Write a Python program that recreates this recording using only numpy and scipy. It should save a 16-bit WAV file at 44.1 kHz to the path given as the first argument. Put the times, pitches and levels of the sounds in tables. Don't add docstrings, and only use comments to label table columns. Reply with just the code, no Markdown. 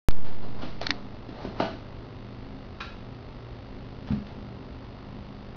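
import sys
import numpy as np
from scipy import signal
from scipy.fft import rfft, irfft, next_fast_len
from scipy.io import wavfile
from scipy.ndimage import map_coordinates

SR = 44100
rng = np.random.default_rng(int(sys.argv[2]) if len(sys.argv) > 2 else 0)


def generate_wav(sig):
    pcm = np.round(np.clip(np.atleast_2d(sig).T, -1, 1) * 32767).astype(np.int16)
    wavfile.write(sys.argv[1], SR, pcm)


N = 245195
TIME = np.arange(N) / SR


def from_db(db):
    return 10 ** (np.asarray(db) / 20)


def rms_one(x):
    return x / np.sqrt(np.mean(x ** 2) + 1e-20)


def at_hz(points, hz):
    freqs, values = np.transpose(points)
    return np.interp(np.log(np.maximum(hz, 1)), np.log(freqs), values)


def colour(x, spectrum):
    size = next_fast_len(N)
    hz = np.arange(size // 2 + 1) * SR / size
    shaped = rfft(x, size) * from_db(at_hz(spectrum, hz))
    return rms_one(irfft(shaped, size)[:N])


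def low_pass(x, hz, order):
    return signal.sosfilt(signal.butter(order, hz, fs=SR, output="sos"), x + 1e-18)


def radiate(x, hz):
    return signal.sosfilt(signal.butter(2, hz, "high", fs=SR, output="sos"), x)


def drift(rate):
    knots = rng.standard_normal(400)
    return rms_one(map_coordinates(knots, [TIME * rate], order=3, mode="wrap"))


def click(s, db):
    out = np.zeros(N)
    out[int(round(s * SR))] = from_db(db)
    return out


def ring(clicks, hz, t60):
    radius = np.exp(-np.log(1000) / (t60 * SR))
    angle = 2 * np.pi * hz / SR
    return signal.lfilter([0, np.sin(angle)], [1, -2 * radius * np.cos(angle), radius ** 2], clicks + 1e-18)


def body(clicks, modes):
    return sum(from_db(db) * ring(clicks, hz, t60) for hz, db, t60 in modes)


def grains(per_s, spread_db):
    sizes = from_db(spread_db * np.minimum(rng.exponential(1, N), 4))
    signs = rng.choice([-1, 1], N)
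    return sizes * signs * (rng.random(N) < per_s / SR)


def dying(s, db, decay_s):
    return from_db(db) * (TIME >= s) * np.exp(-np.minimum(np.abs(TIME - s) / decay_s, 20))


def stroke(start_s, length_s, db, swell_db, release_s):
    progress = np.clip((TIME - start_s) / length_s, 0, 1)
    release = np.exp(-np.clip((TIME - start_s - length_s) / release_s, 0, 20))
    return from_db(db - swell_db * (1 - progress)) * (TIME >= start_s) * release


def switch_on_pop(start_s, height, settle_s):
    return height * dying(start_s, 0, settle_s)


# frequency in Hz, relative level in dB.
AIR_SPECTRUM = [(12, -31.5), (20, 5), (27, -3), (91, -4.5), (122, -12), (167, -15), (203, -12.5),
                (258, -10.5), (321, -17), (399, -12), (461, -20.5), (496, -17), (843, -20), (1800, -31.5),
                (4800, -36), (5600, -48.5), (6400, -56), (8320, -88.5)]
def room_air(db):
    return from_db(db) * colour(rng.standard_normal(N), AIR_SPECTRUM)


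# frequency in Hz, rms level in dB, waver as a share of the tone.
MOTOR_LINES = [(89.4, -61.5, 1), (117.6, -48.5, 0.24), (148.4, -61, 0.78), (199.2, -52.5, 0.58),
               (244.5, -57.5, 0.92), (264.7, -56, 1)]
def appliance_hum():
    hum = 0
    for hz, db, waver in MOTOR_LINES:
        sway = 1 + waver * (drift(rate=7) + 1j * drift(rate=6.5))
        tone = np.exp(2j * np.pi * (hz * TIME + rng.random()))
        hum = hum + from_db(db) * rms_one(np.real(sway * tone))
    return hum


# first pulse in seconds, pulses per second.
PULSE_TRAINS = [(0.0071, 50), (0.023, 30)]
# height before the coupling, length in seconds.
PULSE_SIZES = [(-.015, 0.001251), (0.01, 0.002037)]
def camera_buzz(coupling_hz, edge_hz, jitter_s):
    clock = TIME + jitter_s * drift(rate=45)
    pulses = 0
    for (first, rate), (height, length) in zip(PULSE_TRAINS, PULSE_SIZES):
        pulses = pulses + height * ((clock - first) % (1 / rate) < length)
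    leak = pulses - low_pass(pulses, coupling_hz, order=1)
    return low_pass(leak, edge_hz, order=4)


# frequency in Hz, relative level in dB.
CRACK_SPECTRUM = [(400, -14), (1400, 8), (2800, 3), (4800, 6.5), (5600, -4.5), (6500, -12.5)]
# start in seconds, knock level in dB,
# knock pitch in Hz, knock t60 in seconds, ring level in dB, crack level in dB.
CASE_TICKS = [(0.109, -35, 1000, 0.0073, -39, -34.5), (0.8142, -22, 688, 0.027, -31, -27),
              (0.8659, -29, 1400, 0.0046, -27, -34), (0.868, -21, 1370, 0.0062, -15.5, -20),
              (0.8925, -26, 287, 0.14, -47, -35), (0.9057, -5, 1800, 0.003, -17, -12.5),
              (0.918, -30, 1970, 0.016, -48, -46)]
def case_ticks(ring_hz, ring_t60, crack_s):
    crack = colour(rng.standard_normal(N), CRACK_SPECTRUM)
    out = 0
    for s, knock_db, knock_hz, knock_t60, ring_db, crack_db in CASE_TICKS:
        knock = ring(click(s, knock_db), knock_hz, knock_t60)
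        thin_ring = ring(click(s, ring_db), ring_hz, ring_t60)
        out = out + knock - thin_ring + crack * dying(s, crack_db, crack_s)
    return out


# frequency in Hz, relative level in dB.
RUB_SPECTRUM = [(150, -11.5), (330, -0.5), (800, -0.5), (1500, -11.5), (2500, -19.5), (4500, -18),
                (6500, -37)]
# start in seconds, length in seconds, peak level in dB.
RUB_STROKES = [(0.236, 0.033, -46), (0.418, 0.015, -44), (0.544, 0.086, -41.5), (0.773, 0.19, -48),
               (1.305, 0.15, -41), (1.551, 0.05, -38.5), (4.063, 0.035, -43), (4.26, 0.032, -50)]
def foil_rub(swell_db, release_s):
    pressure = sum(stroke(s, length, db, swell_db, release_s) for s, length, db in RUB_STROKES)
    return pressure * colour(grains(per_s=2500, spread_db=1), RUB_SPECTRUM)


# frequency in Hz, relative level in dB.
CRINKLE_SPECTRUM = [(500, -7.5), (1300, 6.5), (2000, 0), (2700, 2), (4300, -1.5), (5200, -8.5),
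                    (6500, -21.5)]
# start in seconds, level in dB, settling time in seconds.
CRUMPLES = [(0.248, -51.5, 0.038), (0.618, -41.5, 0.049), (1.288, -51, 0.02), (1.449, -45.5, 0.015),
            (1.5995, -34.5, 0.045), (2.8023, -39.5, 0.028), (4.073, -48, 0.015), (4.118, -45, 0.01),
            (4.268, -48, 0.01)]
def foil_crinkle():
    unrest = sum(dying(s, db, settle_s) for s, db, settle_s in CRUMPLES)
    return unrest * colour(grains(per_s=4000, spread_db=3), CRINKLE_SPECTRUM)


# frequency in Hz, gain in dB, t60 in seconds.
BALLOON_MODES = [(288, -24.5, 0.086), (291.5, -2.5, 0.046), (382, -1, 0.027), (606.4, -13.5, 0.14),
                 (696, 2.5, 0.046), (655, -8, 0.17), (795, -9, 0.065), (873, -8.5, 0.02),
                 (908, -10.5, 0.059), (1100, -14.5, 0.049), (1203, -7.5, 0.058), (1480, -5, 0.077),
                 (1504, -6.5, 0.14), (2580, -20.5, .03)]
# start in seconds, strength in dB, pitch of the dented patch in Hz.
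BLOWS = [(0.431, -37.5, 324), (0.489, -52, 400), (0.565, -43, 353), (0.622, -50, 595), (0.633, -30, 296),
         (0.654, -46, 497), (1.289, -33, 284), (1.45, -25.5, 352), (1.6005, -31.5, 2230),
         (1.6026, -17, 780)]
def balloon_bumps(patch_db, patch_cycles):
    pushes = sum(low_pass(click(s, db), hz, order=2) for s, db, hz in BLOWS)
    patches = sum(ring(click(s, db + patch_db), hz, t60=patch_cycles / hz) for s, db, hz in BLOWS)
    return body(pushes, BALLOON_MODES) + patches


# frequency in Hz, relative level in dB.
FINGER_SPECTRUM = [(300, 4), (700, 1.5), (1100, -2), (2200, -4), (3100, -10), (4300, -3), (5000, -11),
                   (6500, -27)]
# start in seconds, length in seconds, peak level in dB.
FINGER_STROKES = [(0.808, 0.025, -34.5), (0.883, 0.031, -40.5)]
def finger_slides(swell_db, release_s):
    pressure = sum(stroke(s, length, db, swell_db, release_s) for s, length, db in FINGER_STROKES)
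    return pressure * colour(grains(per_s=3200, spread_db=2), FINGER_SPECTRUM)


# frequency in Hz, relative gain in dB, t60 in seconds.
CREASE_MODES = [(1410, -2, 0.01), (1625, 7, 0.012), (2495, 1, 0.021), (3400, -5, .008), (3810, -0.5, 0.013)]
# start in seconds, level in dB, dying time in seconds.
SNAP_BURSTS = [(2.806, -32.5, 0.021), (4.116, -51.5, 0.022)]
def foil_snaps():
    burst = sum(dying(s, db, decay_s) for s, db, decay_s in SNAP_BURSTS)
    cracks = body(grains(per_s=1600, spread_db=3), CREASE_MODES)
    return burst * rms_one(cracks)


# frequency in Hz, gain in dB, t60 in seconds.
BOARD_MODES = [(85, -15, 0.11), (131.6, 1.5, 0.086), (208.6, 2, 0.092), (234, 1.5, 0.058)]
# start in seconds, strength in dB.
PAW_FALLS = [(4.1041, -22.5), (4.117, -22), (4.132, -28), (4.181, -41), (4.375, -38.5)]
def cat_landing(pad_hz):
    impacts = sum(click(s, db) for s, db in PAW_FALLS)
    return body(low_pass(impacts, pad_hz, order=4), BOARD_MODES)


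# frequency in Hz, t60 in seconds.
ROOM_DECAY = [(100, 0.56), (500, 0.31), (2000, 0.41), (6000, 0.52)]
def room(x, wet_db, gap_s):
    t = TIME[:SR // 2]
    hz = np.arange(len(t) // 2 + 1) * SR / len(t)
    white = rfft(rng.standard_normal(len(t)))
    centres = np.geomspace(60, 8000, 8)
    tail = 0
    for share, centre in zip(np.eye(len(centres)), centres):
        band = irfft(white * np.interp(hz, centres, share), len(t))
        tail = tail + band * np.exp(-np.log(1000) * t / at_hz(ROOM_DECAY, centre))
    tail = tail * (1 - np.exp(-(t / gap_s) ** 2))
    return x + from_db(wet_db) * signal.fftconvolve(x, tail / np.linalg.norm(tail))[:N]


def scene():
    balloon = radiate(balloon_bumps(patch_db=-4, patch_cycles=24), hz=197)
    bumps = room(balloon, wet_db=1.5, gap_s=0.0099)
    foil = room(foil_snaps() + foil_crinkle(), wet_db=-2.5, gap_s=0.014)
    rub = room(foil_rub(swell_db=11, release_s=0.035), wet_db=-1, gap_s=0.011)
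    landing = radiate(cat_landing(pad_hz=256), hz=66.4)
    thud = room(landing, wet_db=-6, gap_s=0.02)
    finger = finger_slides(swell_db=9, release_s=0.028)
    ticks = case_ticks(ring_hz=4300, ring_t60=0.0089, crack_s=0.0022)
    buzz = camera_buzz(coupling_hz=150, edge_hz=4850, jitter_s=0.00015)
    room_tone = room_air(db=-43.5) + appliance_hum()
    return (bumps + foil + rub + thud + finger + ticks + buzz + room_tone)[None]


def record(dry):
    switch_on_s = 0.0863
    heard = low_pass(dry, hz=6300, order=18) * (TIME >= switch_on_s)
    pop = switch_on_pop(switch_on_s, height=0.37, settle_s=0.26)
    return low_pass(heard + pop, hz=16000, order=16)


dry = scene()
out = record(dry)
generate_wav(out)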